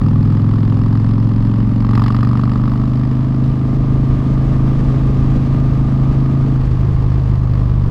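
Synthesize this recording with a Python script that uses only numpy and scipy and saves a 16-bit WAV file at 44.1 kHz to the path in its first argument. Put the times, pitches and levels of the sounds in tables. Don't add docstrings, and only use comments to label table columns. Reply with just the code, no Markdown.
import sys
import numpy as np
from scipy import signal
from scipy.fft import rfft, irfft, next_fast_len
from scipy.io import wavfile
from scipy.ndimage import uniform_filter1d

SR = 44100
rng = np.random.default_rng(int(sys.argv[2]) if len(sys.argv) > 2 else 0)


def store_wav(level_fs):
    pcm = np.round(np.clip(np.atleast_2d(level_fs), -1, 1) * 32767)
    wavfile.write(sys.argv[1], SR, pcm.T.astype(np.int16))


N = 348390
TIME = np.arange(N) / SR

# (time [s], four-stroke cycle rate [Hz])
SPEED = [(0, 20.66), (0.7, 21.61), (1.72, 22.69), (2.5, 24.72), (3.3, 25.94), (4.3, 26.41), (5.6, 26.54),
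         (6.5, 26.8), (6.7, 25.31), (6.9, 26.02), (7.3, 25.43), (7.9, 24.17)]
REFERENCE_HZ = 26.94
BLOW_LAG = .045


def undb(db):
    return 10 ** (np.asarray(db) / 20)


def unit(x):
    return x / np.sqrt(np.mean(x ** 2))


def curve(table):
    return np.interp(TIME, *np.transpose(table))


def walk(rate):
    step = int(SR / rate)
    steps = np.repeat(rng.standard_normal(N // step + 1), step)
    smooth = uniform_filter1d(uniform_filter1d(steps, step), step)
    return unit(smooth[:N])


def through(x, response):
    size = next_fast_len(N + SR // 2)
    hz = np.maximum(np.arange(size // 2 + 1) * SR / size, 1)
    return irfft(rfft(x, size) * response(hz), size)[:N]


def colour(x, points):
    hz, db = np.transpose(points)
    return unit(through(x, lambda f: undb(np.interp(np.log(f), np.log(hz), db))))


def resonance(f, hz, width):
    return 1 / (1 + 1j * (f / hz - hz / f) * hz / width)


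def ring(x, modes, soft_hz=483, muffle_hz=375):
    def response(f):
        pipe = sum(np.sign(sign) * undb(db) * resonance(f, hz, width) for hz, width, db, sign in modes)
        rounding = 1 - (f / soft_hz) ** 2 + 1j * f / soft_hz
        shading = np.sqrt(1 + (f / muffle_hz) ** 10)
        return pipe / rounding / shading
    return through(x, response)


def pulses(crank, angles, sizes):
    inside = (angles > crank[0]) & (angles < crank[-2])
    at = np.interp(angles[inside], crank, np.arange(N))
    i, part = at.astype(int), at % 1
    early = np.bincount(i, sizes[inside] * (1 - part), N)
    late = np.bincount(i + 1, sizes[inside] * part, N)
    return early + late


def rider():
    # (time [s], throttle opening [0-1])
    throttle_points = [(0, 0.59), (1.77, 0.49), (1.97, 1), (2.38, 0.74), (2.78, 0.61), (2.92, 0.58),
                       (3.8, .22), (5.4, 0.28)]
    shut_s, closing_s, overrun_share = 6.53, 0.14, 0.77
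    overrun = overrun_share * np.clip((TIME - shut_s) / closing_s, 0, 1)
    return curve(throttle_points), overrun


def headwind():
    peak_s, rise_s, fall_s = 4.99, 1.02, 1.43
    spread = np.where(TIME < peak_s, rise_s, fall_s)
    return np.exp(-.5 * ((TIME - peak_s) / spread) ** 2)


def wind(gust_db=-0.16, flutter_db=1.04):
    # (frequency [Hz], relative level [dB per Hz])
    rush_spectrum = [(40, -26), (120, 4.5), (250, -2), (450, -10.5), (800, -22.5), (1200, -36.5),
                     (1600, -27), (2500, -33), (5000, -41.5), (6200, -46), (7600, -50), (9000, -56),
                     (15000, -64.5)]
    # (frequency [Hz], relative level [dB per Hz])
    rumble_spectrum = [(10, -18.5), (22, 3), (45, 5), (70, -4), (120, -15.5), (250, -42.5), (600, -77)]
    rush_db, rush_swell_db = -28.5, 5.5
    buffet_db, buffet_swell_db = -24, 6.5
    swell = headwind()
    rumble = colour(rng.standard_normal(N), rumble_spectrum) * undb(buffet_db + buffet_swell_db * swell)
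    eddies = rng.standard_normal(N) * undb(gust_db * walk(21) + flutter_db * walk(70))
    rush = colour(eddies, rush_spectrum) * undb(rush_db + rush_swell_db * swell)
    return rumble + rush


def whine(crank, whine_db=-0.36, waver_db=2, slack_db=-5):
    # (multiple of the cycle rate, relative level [dB], growth [dB per Hz of cycle rate])
    tone_table = [(16, -44, 1), (20, -52, -.5), (22, -50, 2), (23, -50, .5), (25, -46, 3), (26, -50, .3),
                  (30, -51, 4), (31, -53, 1), (35, -54, .3), (37, -53, -.3), (45, -47, 7), (46, -49, 7)]
    faster = curve(SPEED) - REFERENCE_HZ
    _, overrun = rider()
    tones = np.zeros(N)
    for order, db, growth in tone_table:
        level = undb(db + growth * faster + waver_db * walk(4.8))
        tones += np.sqrt(2) * level * np.sin(2 * np.pi * order * crank)
    return tones * undb(whine_db + slack_db * overrun)


def clatter(crank, loose=1.9, loose_db_per_hz=1.4, throb=0.15, count=2048):
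    # (frequency [Hz], relative level [dB per Hz])
    clatter_spectrum = [(250, -20), (400, -6), (520, -3), (660, 0), (800, 1), (1050, 3), (1140, 5),
                        (1215, 4), (1380, -4.5), (2000, -19.5), (4000, -24.5), (4900, -29), (6000, -35.5),
                        (12000, -47.5)]
    level_db, db_per_hz, wind_swell_db = -40, 0.03, 2.5
    faster = curve(SPEED) - REFERENCE_HZ
    one_cycle = rng.standard_normal(count)
    steady = np.interp(crank % 1 * count, np.arange(count), one_cycle)
    throbbing = 1 + throb * np.cos(4 * np.pi * (crank - BLOW_LAG))
    play = loose * undb(loose_db_per_hz * faster)
    rattle = throbbing * (unit(steady) + play * rng.standard_normal(N)) / np.hypot(1, play)
    return colour(rattle, clatter_spectrum) * undb(level_db + db_per_hz * faster + wind_swell_db * headwind())


def exhaust(crank, cylinder, pipe, scatter_db=-0.45, crack_hz=1170, crack_width=450, crack_lead=0.016,
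            choke=0.32, blow_share=0.99, crack_scatter_db=1.3, rasp_scatter_db=1.84, overrun_scatter_db=1.26):
    # (frequency [Hz], width [Hz], relative level [dB], polarity)
    blow_modes = [(109.7, 20.1, -18, -1)]
    # (frequency [Hz], width [Hz], relative level [dB], polarity)
    cool_modes = [(103.4, 172, -20.5, -1), (143.3, 60.4, -20.5, 1), (201, 174, -28.5, 1),
                  (294.4, 23, -36, 1)]
    # (frequency [Hz], relative level [dB per Hz])
    rasp_spectrum = [(200, -14), (600, -2), (1000, 6.5), (1230, 7), (1480, -9), (1800, -0.5), (2300, -12.5),
                     (2950, -10), (3900, -16), (4500, -12.5), (5200, -13), (5800, -32.5), (7000, -28.5),
                     (9000, -35.5), (15000, -37.5)]
    push_lag = .081
    pipe_db, pipe_db_per_hz, pipe_overrun_db = 64.5, -0.52, -2.5
    tick_db, crack_db, crack_range_db, bark_throttle, bark_knee = 4.5, 22, 19.5, .6, 0.02
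    rasp_db, rasp_range_db, rasp_overrun_db = -33, 23, -46.5

    place, blow_db, own_crack_db, own_rasp_db, cool_db = cylinder
    throttle, overrun = rider()
    firing = 1 - overrun
    boom_db = pipe_db + pipe_db_per_hz * (curve(SPEED) - REFERENCE_HZ) + pipe_overrun_db * overrun
    steep = 1 / (1 + np.exp((bark_throttle - throttle) / bark_knee))
    bark = undb(tick_db) + steep * undb(crack_db - crack_range_db * (1 - throttle))
    bark = bark * undb(own_crack_db) * firing
    gas = undb(rasp_db - rasp_range_db * (1 - throttle)) * firing + undb(rasp_overrun_db) * overrun

    chance = rng.standard_normal((int(crank[-1]) + 2, 3)).T
    opens = np.arange(chance.shape[1]) + place + .002 * chance[0]
    size = undb(scatter_db * chance[1])

    push = ring(pulses(crank, opens + push_lag, size) * (1 - choke * throttle) * firing, pipe)
    blow_pulses = pulses(crank, opens + BLOW_LAG, size) * blow_share * throttle * firing
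    blow = ring(blow_pulses * undb(blow_db), blow_modes)
    puff_pulses = pulses(crank, opens, undb(overrun_scatter_db * chance[1]))
    puff = ring(puff_pulses * overrun * undb(cool_db), cool_modes)

    front = pulses(crank, opens - crack_lead, undb(crack_scatter_db * chance[2]))
    crack = through(front * bark, lambda f: resonance(f, crack_hz, crack_width) ** 4)

    age = TIME[:SR // 20]
    jet_shape = age / .0019 * np.exp(-age / .0019) + .11 * np.exp(-age / .013)
    jet_pulses = pulses(crank, opens, undb(rasp_scatter_db * chance[2]))
    jet = signal.fftconvolve(jet_pulses, jet_shape)[:N]
    rasp = unit(jet) * colour(rng.standard_normal(N), rasp_spectrum) * gas * undb(own_rasp_db)
    return (push + blow + puff) * undb(boom_db) + crack + rasp


def scene():
    # (frequency [Hz], width [Hz], relative level [dB], polarity)
    front_pipe = [(57, 13, -39.5, -1), (137.53, 9.2, -20.5, -1), (155.4, 103, -28.5, 1),
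                  (227.6, 64, -29, -1), (275, 51, -35.5, -1)]
    # (frequency [Hz], width [Hz], relative level [dB], polarity)
    rear_pipe = [(111.8, 39.2, -22, 1), (141.3, 18.2, -19, -1), (199.2, 9, -29.5, 1), (274.7, 43, -40, -1),
                 (323.3, 25, -45, -1)]
    # (place in the cycle [0-1], blowdown [dB], crack [dB], rasp [dB], overrun puff [dB])
    cylinders = [(0, 0, 0, 0, 0), (7 / 16, -4.5, -18.5, 0.12, -0.18)]
    start = -.285
    crank = start + np.cumsum(curve(SPEED)) / SR
    pipes = sum(exhaust(crank, cylinder, pipe) for cylinder, pipe in zip(cylinders, (front_pipe, rear_pipe)))
    return (wind() + whine(crank) + clatter(crank) + pipes)[None]


def record(dry):
    top_hz = 15800
    low_pass = signal.ellip(8, .2, 70, top_hz, fs=SR, output="sos")
    return signal.sosfilt(low_pass, dry)


dry = scene()
out = record(dry)
store_wav(out)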